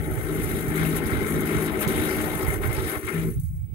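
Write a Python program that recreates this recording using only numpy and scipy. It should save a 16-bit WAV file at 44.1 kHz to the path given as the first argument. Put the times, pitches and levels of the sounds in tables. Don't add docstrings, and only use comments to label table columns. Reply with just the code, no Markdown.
import sys
import numpy as np
from scipy import signal
from scipy.fft import rfft, irfft, next_fast_len
from scipy.io import wavfile

SR = 44100
rng = np.random.default_rng(int(sys.argv[2]) if len(sys.argv) > 2 else 0)


def dump_mix(stems):
    frames = np.atleast_2d(stems).T
    limited = np.clip(frames, -1, 1)
    pcm = np.round(limited * 32767).astype(np.int16)
    wavfile.write(sys.argv[1], SR, pcm)


N = 164934
TIME_S = np.arange(N) / SR
LEFT_RIGHT = np.array([[1], [-1]])
CUTOFF_HZ = 15900


def amp(db):
    return 10 ** (np.asarray(db) / 20)


def rms_one(x):
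    return x / np.sqrt(np.mean(x ** 2) + 1e-20)


def in_time(rows):
    s, *columns = np.transpose(rows)
    return [np.interp(TIME_S, s, c) for c in columns]


def at_hz(points, hz):
    p = np.array(points, float)
    return np.interp(np.log(hz + 1), np.log(p[:, 0] + 1), p[:, 1])


def drift(rate_hz):
    pole = np.exp(-2 * np.pi * rate_hz * 40 / SR)
    noise = rng.standard_normal(N // 40 + 2002)
    slow = signal.lfilter([1], [1, -2 * pole, pole * pole], noise)[2000:]
    return np.interp(np.arange(N) / 40, np.arange(len(slow)), rms_one(slow))


# (frequency [Hz], left minus right [dB])
SIDE_BALANCE = [(60, 2), (110, -42), (200, 4.5), (380, 4.5), (700, 8), (1290, 8), (2380, 15), (4400, 2),
                (8120, 5), (15000, 8)]
# (frequency [Hz], lead [radians])
LEFT_LEAD = [(0, -2), (690, 0.16), (1290, -1.5), (1980, -3), (3360, -8.5), (5250, -16), (5680, -16),
             (7920, -21.5), (8530, -27.5), (10200, -38), (11500, -44), (12800, -41), (14700, -44),
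             (16100, -38)]


def stereo_spectrum(hz, size, alike):
    a, b = rfft(rng.standard_normal((2, size)))
    if alike is None:
        return np.array([a, b])
    likeness = np.clip(at_hz(alike, hz), 0, 1)
    side = amp(at_hz(SIDE_BALANCE, hz) / 2)
    lead = at_hz(LEFT_LEAD, hz)
    left = a * side
    right = (likeness * a * np.exp(-1j * lead) + np.sqrt(1 - likeness ** 2) * b) / side
    return np.array([left, right]) / np.sqrt(side ** 2 + side ** -2 + 2 * likeness * np.cos(lead))


def air(colour, shared_db, own_db, rate_hz, alike=None, count=7):
    size = next_fast_len(N)
    hz = np.fft.rfftfreq(size, 1 / SR)
    pair = stereo_spectrum(hz, size, alike)
    coloured = pair * amp(at_hz(colour, hz))
    low, high = colour[0][0], colour[-1][0]
    place = np.log((hz + 1) / low) / np.log(high / low) * count - .5
    together, out = drift(rate_hz), 0
    for k in range(count):
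        band = np.cos(np.pi / 2 * np.clip(place - k, -1, 1)) ** 2
        gain = amp(shared_db * together + own_db * drift(2 * rate_hz))
        out = out + gain * irfft(coloured * band, size)[:, :N]
    return out / np.sqrt(np.mean(out.mean(axis=0) ** 2))


def ring(hz, width_hz):
    r, w = np.exp(-np.pi * width_hz / SR), 2 * np.pi * hz / SR
    rung = rng.standard_normal(N)
    for _ in range(2):
        rung = signal.lfilter([1, 0, -1], [1, -2 * r * np.cos(w), r * r], rung)
    return amp(at_hz(SIDE_BALANCE, hz) / 2 * LEFT_RIGHT) * rms_one(rung)


def part(x, low_hz, high_hz):
    band = signal.butter(2, [low_hz, high_hz], "band", fs=SR, output="sos")
    return signal.sosfiltfilt(band, x)


TURNS_HZ = 53.35
# (time [s], change [Hz])
SPEED_CHANGE = [(3.05, -0.14), (3.2, 1.6), (3.35, 1.83), (3.6, -1.0)]


def rotor_angle():
    speed_hz = TURNS_HZ + in_time(SPEED_CHANGE)[0] + .08 * drift(1.24)
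    return 2 * np.pi * np.cumsum(speed_hz) / SR


def tones(angle, table):
    out = 0
    for multiple, db in table:
        level = amp(db - 4 + 1.5 * drift(4.9))
        tone = level * np.sin(multiple * angle + 2 * np.pi * rng.random())
        out = out + tone * amp(at_hz(SIDE_BALANCE, multiple * TURNS_HZ) / 2 * LEFT_RIGHT)
    return out


# (frequency [Hz], width [Hz], level within the upper hum [dB])
DESK_RESONANCES = [(235.3, 4.8, -13.5), (304.9, 9.9, -5.5)]


def desk():
    return sum(amp(db) * ring(hz, width_hz) for hz, width_hz, db in DESK_RESONANCES)


# (frequency [Hz], likeness [0-1])
MIC_LIKENESS = [(150, 0.65), (300, 0.77), (450, 1), (700, 0.33), (1400, 0.5), (3000, 0.03), (6000, 0.5),
                (12000, 0.2)]
# (time [s], upper band [dB], lower band [dB], blade tone [dB])
HUM_LEVELS = [(0.0, -35.5, -38, -37.5), (0.12, -32.5, -37, -44), (0.16, -36, -55, -51),
              (0.28, -30, -52, -35.5), (0.39, -29.5, -29.5, -33), (0.42, -30.5, -37, -42),
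              (0.87, -30.5, -29.5, -32), (1.28, -28.5, -34.5, -49), (1.31, -29, -30.5, -35.5),
              (1.65, -28, -34, -33), (1.74, -30, -34.5, -44), (1.89, -31, -33, -38),
              (1.95, -27, -34.5, -44), (2.08, -28, -35.5, -34.5), (2.19, -31.5, -33.5, -61),
              (2.26, -35, -33, -38), (2.49, -32.5, -45.5, -53), (2.7, -32.5, -38, -42),
              (2.72, -33.5, -46, -66), (2.88, -29, -41, -42), (3.02, -38, -61, -63), (3.11, -35, -43, -56),
              (3.15, -30, -43, -29.5), (3.25, -32, -42.5, -32), (3.29, -30.5, -35.5, -29.5),
              (3.34, -42, -51, -56), (3.4, -60, -53, -43), (3.44, -69, -59, -42), (3.48, -77, -70, -48),
              (3.56, -66.5, -68, -41), (3.66, -71, -70, -55.5), (3.71, -60, -56, -55)]
# (multiple of the speed, relative level [dB])
ROTOR_TONES = [(4, 4), (5, -1.5), (6, -3), (7, 0.5), (8, -14.5), (9, -12.5)]
# (frequency [Hz], level per Hz [dB])
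UPPER_HUM_COLOUR = [(160, -36), (262, -18), (290, -19), (304, -4), (318, -7.5), (345, -4.5), (362, -4),
                    (382, 0.5), (402, -2), (430, -4), (460, -8.5), (533, -31.5), (560, -60), (730, -61),
                    (1230, -120)]
LOWER_HUM_COLOUR = [(110, -38), (180, -0.5), (195, -1.5), (221, 2), (250, -4.5), (285, 3.5), (380, -28),
                    (640, -120)]
BLADES = 3


def hum(angle):
    upper_db, lower_db, blade_db = in_time(HUM_LEVELS)
    blade_level = amp(blade_db + 4.5 + 2 * drift(2.1) + 2.5 * LEFT_RIGHT)
    blade = blade_level * np.sin(BLADES * angle + 0.41 * drift(4.6))
    lower_rumble = air(LOWER_HUM_COLOUR, 0.26, 0.51, 2.5, MIC_LIKENESS, count=3)
    lower = amp(lower_db - 2.5) * (lower_rumble + tones(angle, ROTOR_TONES[:2]))
    upper_rumble = air(UPPER_HUM_COLOUR, 0.65, 1.68, 13.4, MIC_LIKENESS, count=4)
    upper = amp(upper_db - 2.5) * (upper_rumble + tones(angle, ROTOR_TONES[2:]) + desk())
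    return blade + lower + upper


def turn_throb(angle, depth):
    turn = (angle / (2 * np.pi) + .86) % 1
    beat = (1 - np.exp(-turn / .025)) * np.exp(-turn / 0.67)
    return rms_one(1 + depth * beat)


# (time [s], whir [dB], rush [dB], low whir above the whir [dB])
BLADE_LEVELS = [(0.0, -43.5, -54, -3), (0.08, -45, -60, 3.5), (0.13, -43.5, -56, 0.5),
                (0.56, -39.5, -48, -3), (0.66, -40.5, -53, -2.5), (0.84, -34.5, -41.5, -6.5),
                (0.91, -38.5, -47.5, -6), (0.96, -33.5, -42, -6), (1.01, -38.5, -48.5, -2.5),
                (1.25, -36.5, -46, -4.5), (1.35, -38, -53, -3.5), (1.51, -35.5, -46.5, -4.5),
                (1.69, -34.5, -45, -6), (1.72, -40, -53, 2), (1.76, -34.5, -47.5, -6.5),
                (1.78, -39.5, -51, -3.5), (1.83, -32, -39.5, -2.5), (1.85, -32, -43.5, -6),
                (1.87, -36, -53, 0), (1.89, -35.5, -42.5, -3.5), (2.02, -34.5, -44, -4),
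                (2.15, -36, -42.5, -1.5), (2.28, -38, -47, 1.5), (2.4, -37, -47, -1.5),
                (2.54, -35, -51.5, -3.5), (2.58, -44, -55, 0), (2.605, -47, -59, 4.5),
                (2.64, -33.5, -43, -6.5), (2.69, -41.5, -51.5, 2.5), (2.8, -36, -45.5, -2.5),
                (2.82, -42.5, -51, 0), (2.87, -37, -44.5, -6), (2.96, -35.5, -47.5, -3),
                (3.0, -47.5, -58, -3), (3.05, -43.5, -53.5, -15), (3.07, -47, -47, 2),
                (3.08, -31, -46.5, -17), (3.12, -41, -53, -6), (3.16, -39, -52, -6.5),
                (3.23, -46, -53.5, -2), (3.29, -51.5, -61, -7), (3.345, -65, -69, -2), (3.44, -75, -85, -3),
                (3.71, -83.5, -83, 8)]
# (frequency [Hz], level per Hz [dB])
BLADE_COLOUR = [(310, -20), (520, -1.5), (541, 1), (568, -17), (615, 2), (632, 0), (658, -3.5), (685, -18),
                (748, -0.5), (811, -8), (868, -1), (941, -13.5), (1010, -3), (1140, -4), (1180, -11),
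                (1270, -0.5), (1440, -2.5), (1570, -2.5), (1680, -10), (1800, -1), (1970, -5.5), (2040, -3),
                (2100, 3.5), (2190, -2.5), (2330, -7.5), (2600, -22), (3380, -19.5), (5720, -120)]
# (multiple of the speed, relative level [dB])
WHIR_TONES = [(10, -13), (12, -13), (14, -18), (16, -19)]
# (time [s], share taken out [0-1])
HOLLOW_SHARE = [(0.0, 1), (0.25, 0.2), (0.45, 0.43), (0.75, 0.43), (0.85, 0.1)]


def whir(angle):
    whir_db, _, low_db = in_time(BLADE_LEVELS)
    throb = turn_throb(angle, 0.9)
    high = amp(whir_db) * throb * air(BLADE_COLOUR[11:], 0.85, 1.3, 8.9, MIC_LIKENESS, count=5)
    low_noise = throb * air(BLADE_COLOUR[:13], 0.29, 0.17, 7.7, MIC_LIKENESS, count=3)
    low = amp(whir_db + low_db) * (low_noise + tones(angle, WHIR_TONES))
    both = high + low
    return both - np.clip(in_time(HOLLOW_SHARE)[0], 0, 1) * part(both, 890, 1136)


# (frequency [Hz], level per Hz [dB])
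BLADE_RUSH_COLOUR = [(1470, -12), (2500, 1.5), (2630, 1.5), (3530, -2.5), (3830, 1.5), (4110, -7),
                     (5010, -10.5), (5500, -13), (7150, -36), (12100, -120)]
# (time [s], level [dB])
SURGE_LEVEL = [(2.97, -75), (3.02, -49), (3.06, -58), (3.08, -39.5), (3.11, -52), (3.14, -44), (3.21, -56),
               (3.29, -64), (3.36, -88)]
# (frequency [Hz], level per Hz [dB])
SURGE_BAND = [(2000, -30), (2300, 6), (2600, -4), (2880, -2), (3050, -30)]


def rush(angle):
    rush_db = in_time(BLADE_LEVELS)[1]
    main = amp(rush_db) * air(BLADE_RUSH_COLOUR, 0.5, 3.4, 9.5, MIC_LIKENESS, count=6)
    surge = amp(in_time(SURGE_LEVEL)[0]) * air(SURGE_BAND, 1.1, 1.1, 16, MIC_LIKENESS, count=1)
    return turn_throb(angle, 0.9) * (main + surge)


SPIT_ATTACK_S, SPIT_DECAY_S = 0.00065, 0.013


def small_spits():
    starts = (rng.random(N) < 18 / SR) * rng.exponential(0.39, N)
    return rms_one(1 + signal.lfilter([1], [1, -np.exp(-1 / (SPIT_DECAY_S * SR))], starts))


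# (time [s], level before trim [dB])
SPIT_TIMES = [(0.679, -21), (0.9647, -29), (1.0729, -37), (1.4068, -21), (1.82, -25), (1.8771, -22),
              (2.1574, -25), (3.3977, -23.5), (3.435, -35), (3.5563, -42)]


def large_spits():
    level = 0
    for s, db in SPIT_TIMES:
        after = np.maximum(TIME_S - s, 0)
        shape = (1 - np.exp(-after / SPIT_ATTACK_S)) * np.exp(-after / SPIT_DECAY_S)
        level = level + amp(db - 20.5) * shape
    return level


# (time [s], level [dB])
HISS_LEVEL = [(0.0, -48), (0.52, -38.5), (0.74, -45), (0.76, -37.5), (0.95, -41), (0.97, -33), (1.01, -47),
              (1.06, -42.5), (1.07, -32), (1.08, -44), (1.25, -42.5), (1.27, -36), (1.39, -43), (1.41, -39),
              (1.45, -48), (1.46, -39), (1.67, -38), (1.7, -48.5), (1.78, -43), (1.8, -39), (1.83, -40),
              (1.868, -46), (1.876, -50), (1.879, -38), (1.9, -36.5), (1.94, -41.5), (1.97, -35.5),
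              (2.28, -41), (2.43, -37.5), (2.45, -43.5), (2.54, -35.5), (2.575, -44), (2.6, -54),
              (2.62, -44), (2.64, -40.5), (2.69, -43.5), (2.92, -38.5), (2.97, -43.5), (3.02, -46.5),
              (3.06, -41.5), (3.33, -48), (3.39, -61), (3.4, -64), (3.43, -66), (3.46, -49.5), (3.48, -60),
              (3.55, -67), (3.62, -78), (3.71, -82)]
# (frequency [Hz], level per Hz [dB])
BLADE_HISS_COLOUR = [(2650, -27), (4500, -14), (5030, -22), (5510, -24), (5990, -6), (6920, -11),
                     (7450, -4.5), (7770, -7), (10200, 3), (14200, -1.5), (16000, -10)]


def hiss(angle):
    level = amp(in_time(HISS_LEVEL)[0]) * small_spits() + large_spits()
    noise = level * air(BLADE_HISS_COLOUR, 0.87, 2.03, 31, MIC_LIKENESS, count=8)
    top_flicker = rms_one(amp(2 * drift(21)))
    noise = noise + (top_flicker - 1) * part(noise, 10900, CUTOFF_HZ)
    return turn_throb(angle, 0.8) * noise


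# (time [s], level [dB], left minus right [dB])
DRAUGHT_LEVEL = [(0.0, -29, 14), (0.06, -37, -13), (0.09, -28.5, 0.5), (0.17, -29, -18), (0.22, -34, 4),
                 (0.5, -31, -17), (0.61, -38, 11), (0.68, -32, -13), (0.78, -39, 9), (0.81, -24, -4),
                 (0.92, -41, 2), (0.95, -28, -12), (1.02, -32.5, 4), (1.19, -31.5, -18), (1.29, -36.5, 10),
                 (1.44, -27.5, -19), (1.49, -49, 3), (1.55, -30, -11), (1.61, -37.5, 8), (1.75, -35, 6),
                 (1.81, -43, -8.5), (1.86, -30.5, -18), (2.05, -34, -18), (2.1, -41, 4.0), (2.15, -31, -6),
                 (2.42, -37, -19), (2.45, -26, -26), (2.57, -31, -14), (2.69, -27, -23), (2.76, -34, -6),
                 (2.82, -29.5, -24), (2.93, -47, -2), (2.98, -34, -21.5), (3.01, -58, 7), (3.05, -28, -29),
                 (3.11, -49, -3), (3.2, -32, -5), (3.26, -30, -13), (3.33, -34, -14), (3.38, -22.5, 5),
                 (3.42, -39, -7), (3.45, -33, -9), (3.54, -28, 9), (3.56, -39, 0), (3.62, -28.5, -14),
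                 (3.68, -39.5, -10), (3.74, -36, -20)]
# (frequency [Hz], level per Hz [dB])
BUFFET_COLOUR = [(12, -57), (20, -24), (30, -14), (55, -4.5), (90, -3), (125, -5.5), (170, -15),
                 (230, -37.5), (330, -38), (500, -90)]


def draught():
    level_db, pan_db = in_time(DRAUGHT_LEVEL)
    sides = amp(pan_db / 2 * LEFT_RIGHT)
    sides = sides / np.sqrt(np.mean(sides ** 2, axis=0))
    left, right = air(BUFFET_COLOUR, 0.22, 2.15, 7.8, count=4)
    deep = signal.lfilter(*signal.butter(1, 70, fs=SR), right)
    right = rms_one(right - 0.45 * deep) * np.std(right)
    return amp(level_db) * sides * np.array([left, right])


# (frequency [Hz], level per Hz [dB])
FLOOR_COLOUR = [(240, -37), (400, 7), (701, -1), (800, -16), (2030, -18), (3340, -30), (4600, -28),
                (6500, -34), (7200, 0), (8600, 2), (10500, 1), (12000, 0), (12800, -25), (15000, -30)]


def room():
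    floor = amp(-67.5) * air(FLOOR_COLOUR, 1.3, 3.9, 23, MIC_LIKENESS, count=10)
    faint_ring = amp(-79 + 2.0 * drift(23)) * ring(2240, 90)
    whine_level = np.sqrt(2) * amp(-59 + 1.5 * drift(2.2) + LEFT_RIGHT)
    whine = whine_level * np.sin(2 * np.pi * 15625 * TIME_S)
    return floor + faint_ring + whine


# (time [s], left [dB], right [dB], pitch [Hz])
PUFF_TIMES = [(1.8745, -34, -9.5, 130), (2.364, -36, -18, 143), (2.692, -32, -14, 115),
              (3.443, -28, -21.5, 121)]


def puffs():
    out = 0
    for s, left_db, right_db, hz in PUFF_TIMES:
        near = TIME_S - s
        bell = np.exp(-(near * hz / 0.65) ** 2)
        out = out + amp([[left_db], [right_db]]) * bell * np.cos(2 * np.pi * hz * near)
    return out


def tick():
    after = TIME_S - 1.877
    burst = (after >= 0) * np.exp(-np.maximum(after, 0) / .002) * rng.standard_normal((2, N))
    return amp(-22) * signal.sosfilt(signal.butter(2, 4000, "high", fs=SR, output="sos"), burst)


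def scene():
    angle = rotor_angle()
    fan = hum(angle) + whir(angle) + rush(angle) + hiss(angle)
    return fan + draught() + room() + puffs() + tick()


def record(dry):
    return signal.sosfilt(signal.ellip(12, .5, 70, CUTOFF_HZ, fs=SR, output="sos"), dry)


dry = scene()
out = record(dry)
dump_mix(out)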